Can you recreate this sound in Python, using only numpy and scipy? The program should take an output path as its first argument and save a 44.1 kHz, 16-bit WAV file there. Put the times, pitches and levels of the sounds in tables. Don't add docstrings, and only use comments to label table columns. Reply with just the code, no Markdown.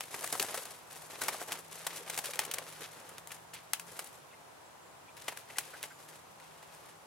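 import sys
import numpy as np
from scipy import signal
from scipy.fft import rfft, irfft
from scipy.io import wavfile
from scipy.ndimage import uniform_filter1d

SR = 44100
rng = np.random.default_rng(int(sys.argv[2]) if len(sys.argv) > 2 else 0)


def wav_record(signal):
    frames = np.transpose(np.atleast_2d(signal))
    bounded = np.clip(frames, -1, 1)
    quanta = np.round(bounded * 32767).astype(np.int16)
    wavfile.write(sys.argv[1], SR, quanta)


N = 311345

TONE_HZ = [700, 2500, 8000]


def undb(db):
    return 10 ** (np.asarray(db) / 20)


def unit(x):
    return x / np.sqrt(np.mean(x ** 2) + 1e-20)


def at(hz, points, values):
    return np.interp(np.log(hz + 1), np.log(points), values)


def freqs(n):
    return np.fft.rfftfreq(n, 1 / SR)


def bump(hz, centre, width):
    return 1 / (1 + (2 * (hz - centre) / width) ** 2)


def ring(x, db):
    n = x.shape[-1]
    cepstrum = irfft(np.log(undb(db)), n)
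    cepstrum[1:n // 2] *= 2
    cepstrum[n // 2 + 1:] = 0
    return irfft(rfft(x) * np.exp(rfft(cepstrum)), n)


def walk(rate):
    hold = max(int(SR / rate), 2)
    steps = np.repeat(rng.standard_normal(N // hold + 1), hold)
    smooth = uniform_filter1d(uniform_filter1d(steps, hold), hold)
    return unit(smooth[:N])


def pan(db):
    return unit(undb(np.array([[db], [-db]]) / 2))


def from_left(x, lag=0.85):
    delay = np.array([[0], [lag]]) / SR
    return irfft(rfft(x) * np.exp(-2j * np.pi * freqs(len(x)) * delay), len(x))


def diffuse(n, wide_hz=5000):
    mid, side = rfft(rng.standard_normal((2, n)))
    apart = np.minimum(freqs(n) / wide_hz + 0.15, 1)
    return irfft((mid + np.array([[1], [-1]]) * apart * side) / np.sqrt(1 + apart ** 2), n)


def add(out, s, x):
    i = max(int(s * SR), 0)
    out[..., i:i + x.shape[-1]] += x[..., :N - i]


def fractures(n, rate, spread_db):
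    breaks = rng.random(n) < rate / SR
    size_db = spread_db * np.minimum(rng.exponential(size=n), 4)
    return breaks * rng.choice([-1, 1], n) * undb(size_db)


def stirring():
    # (start [s], hold [s], level [dB], body [dB], edge [dB])
    shoves = [(0, 0.056, -50.5, 0, -1), (0.104, 0.21, -46, 5, -.5), (.32, 0.029, -40.5, 7, -0.5),
              (.40, 0.038, -41, 4.5, -0.5), (0.483, 0.0087, -41, 4.5, -3.5), (.545, 0.055, -45.5, 3.5, 0),
              (.65, 0.046, -54, 3, -7), (.90, 0.14, -52.5, 5.5, -1), (1.09, 0.14, -51, 5.5, -4),
              (1.205, .15, -46, 5.5, -3), (1.395, 0.022, -47, 6, -1), (1.474, 0.081, -47.5, 7, -4),
              (1.709, 0.17, -50.5, 2, -3), (1.90, 0.1, -47, 3, -5), (2.059, .13, -48, 4, -5),
              (2.237, 0.029, -41, -2, -3), (2.33, .26, -52, 5.5, -12), (2.62, 0.16, -52, 4, -5),
              (2.804, 0.015, -44.5, 1.5, -5.5), (2.91, 0.27, -59.5, 9, -7), (3.27, .08, -54, 2, -2),
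              (3.53, 0.025, -51.5, -8, -13), (3.79, .02, -59, -1, -2), (3.865, .21, -56, 5, -2),
              (4.125, 0.012, -58, 1, -2), (5.165, 0.23, -55.5, -5, -6.5), (5.471, .34, -58, 2, -7),
              (5.56, 0.044, -53, 0, -10), (5.825, 0.03, -52, 2, -3), (5.985, 0.025, -57, -2, -2),
              (6.08, 0.073, -56, 1, -5), (6.38, 0.38, -63, -6, -9.5), (6.72, 0.18, -60.5, 1, -4)]
    attack_s, release_s = 0.0043, 0.052
    settle_db, settle_s = -9.5, 0.21
    t = np.arange(N) / SR
    power, body, edge = np.full(N, 1e-12), 0, 0
    for start, hold, db, body_db, edge_db in shoves:
        after = np.maximum(t - start - hold, 0)
        settling = undb(settle_db) * np.exp(-after / settle_s)
        fall = np.maximum(np.exp(-after / release_s), settling)
        attack = np.clip((t - start) / attack_s, 0, 1)
        shove = (undb(db) * attack * fall) ** 2
        power = power + shove
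        body = body + shove * body_db
        edge = edge + shove * edge_db
    return 10 * np.log10(power), body / power, edge / power


def rustle(db, body_db, edge_db, rate=2000, spread_db=3.5, rub=0.95, patchy_db=1.7, own_db=1.93,
           gain_db=-0.17, pan_db=4.0):
    # (frequency [Hz], level [dB])
    leaf_colour = [(40, -32), (120, -9), (250, -10.5), (440, 0), (900, -2.5), (1800, -0.5), (3000, -1.5),
                   (5000, -2), (8000, 0), (11000, 1), (13500, -4.5), (16000, -21)]
    hz = freqs(N)
    breaks = fractures(N, rate, spread_db)
    fits = undb(patchy_db * walk(110))
    colour = undb(at(hz, *np.transpose(leaf_colour)))
    rubbing = rub * diffuse(N)
    bands = []
    for share in np.eye(3):
        grains = from_left(unit(breaks * rng.rayleigh(size=N))) + rubbing
        band = irfft(rfft(grains * fits) * colour * at(hz, TONE_HZ, share), N)
        bands.append(band * undb(own_db * walk(160)))
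    body, middle, edge = bands
    crisp = np.sqrt(np.var(middle) + np.var(edge) * undb(edge_db) ** 2)
    leaves = body * undb(body_db) + middle + edge * undb(edge_db)
    return leaves / crisp * undb(db + gain_db) * pan(pan_db)


def ticks(stir_db, count=380, over_db=-6.0, scatter_db=-0.5, decay=0.0023, size=512):
    out, t, hz = np.zeros((2, N)), np.arange(size) / SR, freqs(size)
    for when, pitch, force, side in rng.random((count, 4)):
        centre = 2000 + 10000 * pitch
        resonance_db = 20 * np.log10(bump(hz, centre, 1.17 * centre))
        flick = ring(rng.standard_normal(size) * np.exp(-t / decay), resonance_db)
        db = stir_db[int(when * N)] + over_db + scatter_db * min(-np.log(1 - force), 3)
        level = np.sqrt(decay * SR / size) * undb(db)
        add(out, when * N / SR, from_left(unit(flick)) * level * pan(5 * side))
    return out


def crunches(stir_db, over_db=4.0, scatter_db=3.0, quickest_s=0.00151, slow_body_db=5.5, edge_db=-1.0,
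             lowest_hz=480, octaves=2.53, count=70):
    stalks = []
    for when, force, slow, pitch in rng.random((count, 4)):
        db = stir_db[int(when * N)] + over_db + scatter_db * (2 * force - 1)
        rise = quickest_s * (1 + 2 * slow)
        ring_hz = lowest_hz * 2 ** (octaves * pitch ** 2)
        stalks.append((when * N / SR, db, rise, slow_body_db * slow, edge_db, ring_hz))
    return stalks


def cracks(snaps, rate=7000, spread_db=4, fibre=0.42, main_break=0.27,
           ring_db=5, ring_width_hz=340, overtone_db=1.5, twig_hz=1800, knock_hz=870, knock_db=4,
           litter_db=-9, litter_t60=0.093, stones_db=-17, stones_t60=0.24, pan_db=4.5, size=8192):
    # (frequency [Hz], level [dB])
    snap_colour = [(40, -44), (130, -17), (240, -12), (440, -5), (850, -0.5), (1800, 1.5), (3000, 0),
                   (5000, -1.5), (8000, 2), (11000, 2.5), (13500, -4), (16000, -3)]
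    out, t, hz = np.zeros((2, N)), np.arange(size) / SR, freqs(size)
    for s, db, rise, body_db, edge_db, ring_hz in snaps:
        rise = max(rise, .0004)
        splinters = from_left(unit(fractures(size, rate, spread_db))) + fibre * diffuse(size)
        burst = unit(splinters * t / rise * np.exp(-t / rise))
        give = rng.standard_normal(size) * np.exp(-((t - .8 * rise) / .00012) ** 2)
        burst = unit(burst + main_break * min(.002 / rise, 1) * from_left(unit(give)))
        for echo_db, t60 in (litter_db, litter_t60), (stones_db, stones_t60):
            decay = (1 - np.exp(-t / rise)) * np.exp(-np.log(1000) * t / t60)
            burst = burst + undb(echo_db) * unit(diffuse(size) * decay)
        modes = ring_db * bump(hz, ring_hz, ring_width_hz)
        modes = modes + overtone_db * bump(hz, 1.67 * ring_hz, 2 * ring_width_hz)
        if ring_hz > twig_hz:
            modes = modes + knock_db * bump(hz, knock_hz, ring_width_hz / 2)
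        tone_db = at(hz, *np.transpose(snap_colour)) + at(hz, TONE_HZ, [body_db, 0, edge_db])
        snap = ring(burst, tone_db + modes)
        level = np.sqrt(2 * rise * SR / size) * undb(db)
        add(out, s, unit(snap) * level * pan(pan_db))
    return out


def tilted(x):
    # (frequency [Hz], left minus right [dB])
    balance = [(250, -10), (1000, -2.5), (2200, -3), (4500, -4), (8000, 0), (13000, -0.5)]
    tilt_db = np.array([[1], [-1]]) * at(freqs(N), *np.transpose(balance)) / 2
    return irfft(rfft(x) * undb(tilt_db), N)


def puffs(table, rise, width_hz, overtone_db, ratio, size=4096):
    out, t, hz = np.zeros(N), np.arange(size) / SR, freqs(size)
    swell = (t / rise) ** 2 * np.exp(2 - 2 * t / rise)
    for s, db, centre in table:
        shape = bump(hz, centre, width_hz) + undb(overtone_db) * bump(hz, ratio * centre, width_hz)
        puff = irfft(rfft(rng.standard_normal(size)) * shape) * swell
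        add(out, s, unit(puff) * np.sqrt(np.mean(swell ** 2)) * undb(db))
    return out


def pats():
    # (time [s], level [dB], pitch [Hz])
    soft_pats = [(.395, -40.5, 378), (.428, -43.5, 750), (.574, -44, 546), (1.408, -43, 751),
                 (2.005, -48.5, 470), (2.24, -54, 530), (2.286, -44.5, 555), (2.35, -50, 527),
                 (2.49, -49, 513), (2.532, -51, 526), (2.578, -45, 555), (2.61, -56, 500), (2.81, -49, 520)]
    return puffs(soft_pats, rise=.009, width_hz=130, overtone_db=-14, ratio=2.1) * pan(.5)


def glide(start, end, from_hz, to_hz, db, waver, waver_rate, fading_db, edge):
    n = min(int((end - start) * SR), N)
    hz = np.linspace(from_hz, to_hz, n) * (1 + waver * walk(waver_rate)[:n])
    tone = np.sin(2 * np.pi * np.cumsum(hz) / SR) * undb(fading_db * walk(8.87)[:n])
    out = np.zeros(N)
    add(out, start, unit(tone) * signal.windows.tukey(n, edge) * undb(db))
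    return out


def birds():
    # (time [s], level [dB], pitch [Hz])
    chip_notes = [(4.305, -63, 2600), (4.325, -57, 2070), (5.078, -58.5, 2420), (5.492, -51, 1980),
                  (5.553, -51, 2030), (5.73, -47.5, 1510), (5.902, -52.5, 1580)]
    # (start [s], end [s], start pitch [Hz], end pitch [Hz], level [dB])
    whistle_notes = [(4.63, 4.7, 7850, 7500, -72), (4.8, 4.94, 7550, 7080, -73),
                     (5.85, 6.0, 7450, 7000, -68)]
    chips = puffs(chip_notes, rise=0.011, width_hz=380, overtone_db=-8, ratio=1.35)
    whistles = sum(glide(*note, waver=.022, waver_rate=600, fading_db=2, edge=.6) for note in whistle_notes)
    return (chips + whistles) * pan(1)


def woods(x, trees_db=-21, trees_t60=1.0):
    t = np.arange(SR // 2) / SR
    scatter = diffuse(len(t)) * np.exp(-np.log(1000) * t / trees_t60)
    response = unit(scatter) / np.sqrt(len(t))
    return x + undb(trees_db) * signal.fftconvolve(x, response, axes=1)[:, :N]


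def engine():
    # (start [s], end [s], start pitch [Hz], end pitch [Hz], level [dB])
    gear_pulls = [(0, .895, 150, 154.4, -73.5), (.8, 2.246, 151.6, 170.7, -67.5),
                  (2.1, 3.996, 149.6, 171.6, -68.5), (2.6, 4.014, 111.3, 123, -74.5),
                  (3.9, 5.3, 140, 150, -78), (5.2, 7.064, 150.2, 164.2, -71.5), (5.2, 6.3, 112.9, 133, -78)]
    hum = sum(glide(*pull, waver=0.006, waver_rate=57, fading_db=2.5, edge=0.096) for pull in gear_pulls)
    return hum * pan(-1.6)


def air(road_db=-54.6, flicker_db=0.2, bass_pan_db=-4):
    # (frequency [Hz], relative level per Hz [dB], left-right likeness [0-1])
    road_colour = [(25, -39, .5), (46.7, -23.5, 1), (77, -11, 1), (115, -6.5, 0.67), (215, -8.5, 0),
                   (344, -7, 0), (534, -3.5, 0), (890, -1.5, 0.24), (1120, -4, 0.16), (1810, -11, 0),
                   (4700, -19, 0), (7700, -19, 0), (10300, -20.5, 0.04), (16000, -29.5, 0.1)]
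    hz = freqs(N)
    points, db, likeness = np.transpose(road_colour)
    alike = np.clip(at(hz, points, likeness), 0, 1)
    mid, side = rfft(rng.standard_normal((2, N))) * undb(at(hz, points, db))
    ears = np.array([[1], [-1]])
    tilt = undb(ears * at(hz, [110, 450, 1200, 3000], [bass_pan_db, -.5, 1.5, .3]) / 2)
    wash = irfft((mid * np.sqrt(1 + alike) + ears * side * np.sqrt(1 - alike)) * tilt, N)
    return unit(wash) * undb(road_db + flicker_db * walk(9.5))


def scene():
    # (time [s], level [dB], time to the peak [s], body [dB], edge [dB], ring of the stalk or leaf [Hz])
    stalk_snaps = [(.0072, -26.5, 0.00068, -7.5, -9.5, 2050), (.1409, -37.5, 0.0038, 4, -11, 1960),
                   (.2079, -39, 0.0017, -2, 3, 730), (.241, -30, .0024, 5, -1.5, 740),
                   (.275, -31.5, .0009, -4, 1, 3340), (.3252, -25.5, 0.0017, 8, 5, 456),
                   (.3516, -34, 0.0029, 9, -4, 720), (.3963, -23, 0.002, -5, -5.5, 3400),
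                   (.4062, -38, 0.0027, 8, 6, 431), (.4169, -32.5, .0018, -3, 0, 1210),
                   (.4253, -25, 0.0013, -3, 2.5, 720), (.5411, -32.5, 0.00433, 9.5, -1.5, 1980),
                   (.5752, -34.5, 0.0023, 3, -5, 585), (.6523, -39.5, 0.0023, 6, -1, 536),
                   (1.2146, -29.5, .004, 6, -2.5, 1490), (1.2347, -33, 0.0025, -1, 1, 2100),
                   (1.2595, -41, .0016, -9, -3, 1220), (1.2819, -25, 0.0032, 5, -2.5, 2300),
                   (1.3433, -37.5, .0026, 16, -3, 790), (1.4135, -40.5, 0.0024, 11, -12, 730),
                   (1.5196, -28, 0.0014, -1, -5, 3350), (1.526, -32, .002, 4, -2, 3200),
                   (1.536, -39, .0015, 5, 0, 1650), (1.866, -27, 0.0025, 2, -2.5, 806),
                   (1.9775, -42, .0015, -9, 7, 2420), (2.0974, -31, 0.0023, 1, -0.5, 2040),
                   (2.143, -34.5, 0.001, -1, -2, 2330), (2.1756, -29, .002, 1, -0.5, 690),
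                   (2.1862, -29, 0.0025, 2.5, 0, 720), (2.256, -32.5, 0.0018, -16, -1, 540),
                   (2.334, -36.5, 0.0027, -1, -9, 2300), (2.3557, -36.5, 0.0017, -2, -4, 540),
                   (2.3906, -21.5, .0019, 1, -4, 2670), (2.3988, -32.5, 0.0017, -7, -3, 1860),
                   (2.4495, -34, .0015, -11, 0, 590), (2.5123, -30.5, 0.002, -15, -4, 2730),
                   (2.5371, -28.5, 0.0025, -2.5, 1, 520), (2.583, -30, 0.0017, -2.5, -6, 550),
                   (3.0902, -46.5, .0019, -8, 20, 470), (3.1817, -38, 0.0011, -4, -2, 3590),
                   (3.2726, -37.5, 0.00085, 9, 7, 2250), (3.3053, -45, 0.0029, -2, -16, 1690),
                   (3.3166, -39, 0.0032, -3, -3.5, 1710), (3.535, -42.5, 0.0066, -7, -4, 2480),
                   (3.7334, -19.5, 0.0011, -8.5, -4.5, 3000), (3.796, -34.5, 0.0015, -4, 0.5, 2730),
                   (3.99, -33, 0.0033, 4.5, 0, 2260), (4.0424, -41, .0014, 14, 23, 850),
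                   (4.0726, -43.5, 0.0012, 12, 18, 790), (5.1675, -46, 0.0015, -8, -7, 2800),
                   (5.2801, -30, 0.0036, 1, -8, 1960), (5.321, -43.5, .0036, 7, -12, 660),
                   (5.3723, -35, 0.0011, 1, -2.5, 1200), (5.5827, -24.5, 0.0026, -4, -0.5, 1520),
                   (5.8287, -27.5, 0.00045, -11, -2.5, 2720), (5.834, -37, .004, 4, -5, 2200),
                   (6.0883, -45, .0007, 10, -5, 850), (6.399, -50, 0.0015, -2, -9, 2400),
                   (6.626, -49, 0.0022, 8, -5, 2100), (6.7487, -50, 0.0012, 1, 19, 910)]
    stir_db, body_db, edge_db = stirring()
    litter = rustle(stir_db, body_db, edge_db) + ticks(stir_db)
    litter = litter + cracks(stalk_snaps + crunches(stir_db))
    return woods(tilted(litter) + pats() + birds()) + engine() + air()


def record(dry):
    top_hz = 15900
    lowpass = signal.ellip(10, .2, 70, top_hz, fs=SR, output="sos")
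    return signal.sosfilt(lowpass, dry)


dry = scene()
out = record(dry)
wav_record(out)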